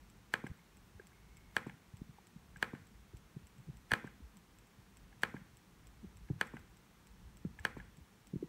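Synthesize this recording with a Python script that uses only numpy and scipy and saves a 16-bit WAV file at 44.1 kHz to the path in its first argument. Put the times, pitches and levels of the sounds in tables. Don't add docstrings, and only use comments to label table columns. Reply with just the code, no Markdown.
import sys
import numpy as np
from scipy import signal
from scipy.fft import rfft, irfft
from scipy.io import wavfile
from scipy.ndimage import uniform_filter1d

SR = 44100
rng = np.random.default_rng(int(sys.argv[2]) if len(sys.argv) > 2 else 0)


def wrap_up_sound(samples):
    columns = np.atleast_2d(samples).T
    tamed = np.clip(columns, -1, 1)
    steps = np.round(tamed * 32767).astype(np.int16)
    wavfile.write(sys.argv[1], SR, steps)


def volts_from_db(level):
    exponent = np.asarray(level, float) / 20
    return 10 ** exponent


N = 373968

# pitch_hz, level_db
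HUSH_SPECTRUM = [(18, -31), (30, -11.5), (53, 1.5), (86, -10), (106, -6), (141, -9.5), (197, -5.5),
                 (230, -13.5), (438, -18.5), (581, -25), (878, -21), (1400, -23.5), (2160, -25.5),
                 (2870, -28.5), (14200, -38.5)]
# start_s, level_db
RUMBLE_LEVELS = [(0, -68.5), (0.9, -68), (1.2, -68), (1.6, -66.5), (1.8, -65), (2.1, -71), (2.5, -69),
                 (3.2, -64.5), (3.64, -69.5), (3.9, -65.5), (4.3, -66.5), (4.55, -68), (5.0, -69),
                 (6.3, -63), (6.75, -67), (7.5, -61), (8.27, -69.5), (8.48, -67)]
# pitch_hz, level_db
PORT_RESPONSE = [(4300, 0), (4900, -2), (5500, 1), (6300, 1), (6900, 0), (9800, 0), (10500, -4), (11300, 0),
                 (14400, 0), (14550, -5), (15100, -5), (15200, 2)]
# pitch_hz, level_db
BAND_EDGE = [(15720, 0), (15780, -30)]
# low_hz, high_hz, level_db, t60_s
ROOM_BANDS = [(70, 328, -39.5, 0.46), (268, 580, -39, 0.29), (710, 1300, -37, 0.31),
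              (1350, 1990, -36.5, 0.45), (1950, 2570, -38.5, 0.33), (2490, 3630, -50, 0.63),
              (3270, 5200, -49, 0.27), (4670, 10500, -50, 0.3), (9800, 15600, -56, .25)]
# delay_s, level_db, low_hz, high_hz
FIRST_ECHOES = [(0.0108, -28, 2500, 15000), (0.0112, -16, 500, 1300), (0.0157, -21, 700, 5000),
                (0.027, -29, 600, 2600), (0.0329, -37, 600, 2600)]

LENS_STEP_DB = [-68, -48.5, -53.5, -50, -49, -55.5, -52.5, -51, -50.5, -55, -52.5, -51, -53.5, -56, -50,
                -60, -49.5, -69, -50.5, -50.5, -51, -50.5, -55.5, -52, -50.5, -54, -54.5, -50]
# start_s, peak_db
ODD_TICKS = [(0.0993, -54), (0.5726, -60), (1.5762, -50), (3.582, -59), (4.586, -53.5), (5.22, -48),
             (6.5927, -56.5), (7.5958, -49.5), (7.7797, -60)]
# pitch_hz, level_db, t60_s
MOTOR_MODES = [(2340, 0.5, 0.0029), (3280, -6, 0.003), (5400, 0.5, 0.0021), (7680, -4.5, 0.0081),
               (8320, -5.5, 0.0049), (11300, -5.5, 0.0023), (13800, -9, 0.0027), (15400, -12, 0.0037)]

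# peak_s, peak_db, pitch_hz
LIGHT_TOUCHES = [(0.1808, -52, 155), (0.958, -49.5, 87), (1.7403, -50, 138), (2.0959, -45, 154),
                 (2.5715, -48.5, 152), (2.8, -51, 150), (2.82, -55, 99), (3.164, -49, 60),
                 (3.4435, -51, 73), (3.588, -50, 140), (3.6032, -49.5, 138), (3.674, -52, 140),
                 (4.205, -51, 244), (4.341, -57, 200), (4.7913, -51.5, 109), (5.4183, -49, 163),
                 (5.5367, -59, 122), (6.032, -54, 200), (6.073, -48.5, 71), (6.16, -54.5, 100),
                 (6.333, -46.5, 130), (6.607, -51, 70), (7.203, -59, 113), (7.256, -51.5, 66),
                 (7.607, -46, 84), (7.829, -51.5, 70), (7.9853, -49, 166), (8.0176, -51, 74),
                 (8.41, -50, 200)]
# peak_s, peak_db, pitch_hz, length_cycles
DESK_BUMPS = [(0.502, -40, 109, 1.4), (0.5148, -36.5, 110, 0.9), (0.9997, -48, 422, 4.5),
              (1.9412, -42, 121, 1.7), (2.0186, -34, 180, 1.23), (2.3645, -43.5, 188, 3),
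              (2.76, -44, 193, 3.3), (2.919, -57, 220, 6.5), (3.1463, -41, 92, 1.6),
              (3.3685, -38, 162, 2.6), (3.686, -42, 160, 4), (3.6995, -40.5, 152, 2.6),
              (3.929, -30, 121, 1), (4.2393, -46.5, 64.3, 4.3), (4.37, -56, 192, 11),
              (6.045, -43.5, 197, 7.5), (6.3035, -30.5, 264, 1.96), (6.3095, -26.5, 143, 1.8),
              (6.3135, -39.5, 298, 2.9), (6.3615, -41.5, 127, 2.7), (6.564, -45.5, 197, 4.3),
              (7.36, -54.5, 140, 2.1), (7.4512, -32, 256, 1.3), (7.4558, -33, 172, 2.8),
              (7.467, -38, 120, 2), (8.3388, -32.5, 180, 2.9), (8.36, -34, 222, 2.9),
              (8.366, -32, 149, 1.4), (8.443, -40.5, 183, 2.9)]
# peak_s, peak_db
KNUCKLE_KNOCKS = [(0.472, -51.5), (3.138, -53), (3.369, -51), (3.691, -51.5), (6.046, -49.5),
                  (8.339, -40.5), (8.36, -41.5), (8.4293, -31)]

# start_s, peak_db, pitch_hz, overtones_db
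PLATE_TAPS = [(0.466, -36.5, 1620, -8), (0.592, -52.5, 2200, -25), (0.997, -40.5, 1590, -33),
              (1.118, -55, 1550, -12), (1.696, -43, 1720, -3), (2.184, -45.5, 846, -13),
              (2.56, -39.5, 1590, -18), (2.75, -40.5, 1500, -9), (3.9092, -30, 1750, -18),
              (4.074, -38.5, 1560, -15), (5.127, -52.5, 1675, -12), (5.366, -40, 1610, -12),
              (6.287, -53.5, 1660, -5), (6.568, -38, 1520, -7.5), (6.299, -47.5, 776, -15),
              (7.448, -53, 1400, -9), (7.589, -38.5, 1730, -11), (7.8, -39, 1680, -14)]
# pitch_multiple, level_db, t60_s
TAP_MODES = [(1, 0, 0.015), (.5, 3.5, 0.0095), (1.15, -11, .012), (1.3, 8, 0.008), (1.6, -2.5, 0.0059),
             (1.85, 0, 0.0067)]
# start_s, spring_db, thud_db
PLATE_RELEASES = [(0.439, -24.5, -30.5), (1.665, -25, -31.5), (2.733, -26.5, -32), (4.042, -26, -34),
                  (5.341, -25.5, -32), (6.537, -27, -34.5), (7.767, -25, -34.5)]
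# pitch_hz, level_db, t60_s
SPRING_MODES = [(140, -26, 0.14), (187, -25.5, 0.19), (253, -32, 0.041), (460, -8.5, 0.0068),
                (830, -13.5, 0.0067), (1005, -10.5, 0.0066)]

# start_s, peak_db
FINGER_PRESSES = [
    (0.3388, -22),
    (1.5662, -21.5),
    (2.6269, -22),
    (3.9175, -21.5),
    (3.936, -20.5),
    (5.234, -21),
    (6.412, -22),
    (7.651, -22.5),
]
# lag_s, level_db
CONTACT_BOUNCES = [(-.0009, 9), (-.0003, -4), (.0001, 3), (.0005, 3.5), (.0017, -14)]
# pitch_hz, level_db, t60_s
SWITCH_MODES = [(5000, -31.5, 0.024), (5550, -8, 0.0077), (6180, -10, 0.013), (6970, -7, 0.0039),
                (7140, -5, 0.006), (8260, 0.5, 0.0027), (9270, -2.5, 0.0037), (10470, -4.5, 0.0025),
                (12800, -7.5, 0.0029), (13400, -17, 0.0058), (14600, -7, 0.0023)]
# pitch_hz, level_db, t60_s
PLATE_MODES = [(1054, 1.5, 0.012), (1300, -19.5, 0.12), (1500, -7.5, 0.012), (1659, 20, 0.0078),
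               (1720, -13, 0.0047), (2086, -3.5, 0.027), (2450, -11, 0.051)]
# pitch_hz, level_db, t60_s
FRAME_MODES = [(2860, -4.5, 0.019), (3090, 4, 0.01), (3393, -2.5, 0.012), (3850, -19, 0.029),
               (4410, 3, 0.0072), (4890, -21.5, 0.014)]
# pitch_hz, level_db, t60_s
DESK_MODES = [(130, 2, 0.025), (210, 3.5, 0.025), (478, 14.5, 0.011), (896, 2, 0.019)]


def band(x, low_hz, high_hz):
    return signal.sosfilt(signal.butter(2, [low_hz, high_hz], "bandpass", fs=SR, output="sos"), x)


def colour(x, points):
    hz, db = np.transpose(points)
    f = np.maximum(np.fft.rfftfreq(len(x), 1 / SR), 1)
    gain = volts_from_db(np.interp(np.log(f), np.log(hz), db))
    return irfft(rfft(x) * gain, len(x))


def walk(rate_hz):
    hold = int(SR / rate_hz)
    steps = np.repeat(rng.standard_normal(N // hold + 1), hold)
    return 1.04 * uniform_filter1d(uniform_filter1d(steps, hold), hold)[:N]


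def add(out, s, shape, size=4096):
    i = np.arange(int(s * SR) + 1, min(int(s * SR) + size, N))
    out[i] += shape(i / SR - s)


def ring(t, modes, rise_s, sign=-1.028):
    hz, db, t60 = np.transpose(modes)[:, :, None]
    signs = sign ** np.arange(len(modes))[:, None]
    waves = signs * volts_from_db(db) * np.sin(2 * np.pi * hz * t) * np.exp(-np.log(1000) * t / t60)
    return waves.sum(axis=0) * (1 - np.exp(-t / rise_s))


def hush(level_db=-62.5, flutter_db=4.0, split_hz=140):
    noise = colour(rng.standard_normal(N), HUSH_SPECTRUM)
    low = signal.sosfiltfilt(signal.butter(2, split_hz, fs=SR, output="sos"), noise)
    s, db = np.transpose(RUMBLE_LEVELS)
    drift_db = np.interp(np.arange(N) / SR, s, db - db.mean())
    mix = noise - low + low * volts_from_db(drift_db + flutter_db * walk(8.2))
    return mix * volts_from_db(level_db) / np.sqrt(np.mean(noise ** 2))


def room(x, gap_s=0.00088):
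    t = np.arange(SR // 2) / SR
    build = 1 - np.exp(-(t / gap_s) ** 2)
    echo = 0
    for low_hz, high_hz, db, t60 in ROOM_BANDS:
        fade = rng.standard_normal(len(t)) * np.exp(-np.log(1000) * t / t60) * build
        fade = band(band(fade, low_hz, high_hz), low_hz, high_hz)
        echo = echo + volts_from_db(db) * fade / np.std(fade[:2048])
    return signal.fftconvolve(x, echo)[:N]


def blows(thud_db=-9, tap_db=-3):
    out = np.zeros(N)
    for table, share_db in ((FINGER_PRESSES, 0), (PLATE_TAPS, tap_db), (PLATE_RELEASES, thud_db)):
        for s, db, *_ in table:
            out[int(s * SR)] += volts_from_db(db + share_db + 1.5)
    return out


def echoes(x):
    out = np.zeros(N)
    for delay_s, db, low_hz, high_hz in FIRST_ECHOES:
        out += volts_from_db(db) * band(np.roll(x, int(delay_s * SR)), low_hz, high_hz)
    return out


def squeak(start_s=1.124, length_s=0.44, rise_s=0.008, drop_s=0.025, pitch_hz=2180, width_hz=70):
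    t = np.clip(np.arange(N) / SR - start_s, 0, length_s)
    shape = np.minimum(t / rise_s, 1) * np.minimum((length_s - t) / drop_s, 1)
    db = -61 - 18 * (1 - np.exp(-t / drop_s)) + 2.5 * walk(12)
    air = band(rng.standard_normal(N), pitch_hz - width_hz, pitch_hz + width_hz)
    return shape * volts_from_db(db) * air / air.std()


def lens(first_s=0.1694, every_s=0.30003, echo_s=0.0055, echo_db=-10):
    out = np.zeros(N)
    beat = [(first_s + k * every_s, db) for k, db in enumerate(LENS_STEP_DB)]
    for s, db in beat + ODD_TICKS:
        for lag, drop_db in ((0.0006, 0), (0.00066 + echo_s, echo_db)):
            add(out, s + lag, lambda t: volts_from_db(db + drop_db + 3.5) * ring(t, MOTOR_MODES, 0.00035), size=1024)
    return out


def thud(out, s, db, hz, cycles, glide=0.27, soft=3.7, lean=0.12):
    span = max(cycles, 0.3) / hz / 2

    def wave(t):
        turns = hz * span * (1 + glide) / glide * np.log((1 + glide * t / span) / (1 + glide))
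        swell = (t / span * np.exp(1 - t / span)) ** soft
        return volts_from_db(db) * swell * np.sin(2 * np.pi * (turns + lean))

    add(out, s - span + lean / hz, wave, size=8192)


def desk_thuds():
    out = np.zeros(N)
    for s, db, hz, cycles in DESK_BUMPS:
        thud(out, s, db, hz, cycles)
    for s, db, hz in LIGHT_TOUCHES:
        thud(out, s, db, hz, cycles=2.44)
    for s, db in KNUCKLE_KNOCKS:
        thud(out, s, db, hz=356, cycles=4)
    for s, _, db in PLATE_RELEASES:
        thud(out, s + 0.0057, db, hz=220, cycles=1.61)
    return out


def springs():
    out = np.zeros(N)
    for s, db, _ in PLATE_RELEASES:
        add(out, s, lambda t: volts_from_db(db + 6.0) * ring(t, SPRING_MODES, 0.002), size=8192)
    return out


def taps(rebound_s=0.0024, rebound_db=-4):
    out = np.zeros(N)
    for s, db, hz, over_db in PLATE_TAPS:
        modes = np.array(TAP_MODES) * [hz, 1, 1]
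        modes[1:, 1] += over_db
        add(out, s, lambda t: volts_from_db(db + over_db - 14) * ring(t, SWITCH_MODES, 0.0002), size=1024)
        for lag, drop_db in ((0, 0), (rebound_s, rebound_db)):
            add(out, s + lag, lambda t: volts_from_db(db + drop_db) * ring(t, modes, 0.001))
    return out


def creak(lead_s=0.05, swell_s=0.012, share_db=-42):
    push = np.zeros(N)
    for s, db in FINGER_PRESSES:
        add(push, s - lead_s, lambda t: volts_from_db(db + share_db) * np.exp((t - lead_s) / swell_s), size=SR // 20)
    crackle = [(200, -25), (700, 19), (2000, 17.0), (6000, 5), (15000, -2)]  # pitch_hz, level_db
    return push * colour(rng.standard_normal(N), crackle)


def switch_chatter(out, s, db):
    for lag, bounce_db in CONTACT_BOUNCES:
        late, loud = rng.standard_normal(2)
        level = volts_from_db(db + bounce_db + 1.0 * loud - 23.0)
        add(out, s + lag + 1.5e-5 * late, lambda t: level * ring(t, SWITCH_MODES, 6e-5), size=1024)


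def presses():
    out = np.zeros(N)
    for s, db in FINGER_PRESSES:
        switch_chatter(out, s, db)
        add(out, s + 0.00004, lambda t: -volts_from_db(db - 0.5) * ring(t, PLATE_MODES, 0.0011, sign=0.86))
        add(out, s - 0.00015, lambda t: -volts_from_db(db - 9) * ring(t, FRAME_MODES, 0.00059))
        add(out, s + 0.0011, lambda t: volts_from_db(db - 14.0) * ring(t, DESK_MODES, 0.0019))
    return out


def scene():
    phone = hush() + squeak() + lens()
    low = desk_thuds()
    snap = presses()
    walls = room(blows() + volts_from_db(-32.5) * low) + echoes(snap)
    pad = springs() + taps() + creak() + snap
    return (phone + walls + low + pad)[None]


def top_cut(x):
    return signal.sosfilt(signal.butter(12, 16760, fs=SR, output="sos"), x)


def record(dry):
    ported = colour(dry[0], PORT_RESPONSE)
    mix = colour(ported, BAND_EDGE)[None]
    return top_cut(mix)


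dry = scene()
out = record(dry)
wrap_up_sound(out)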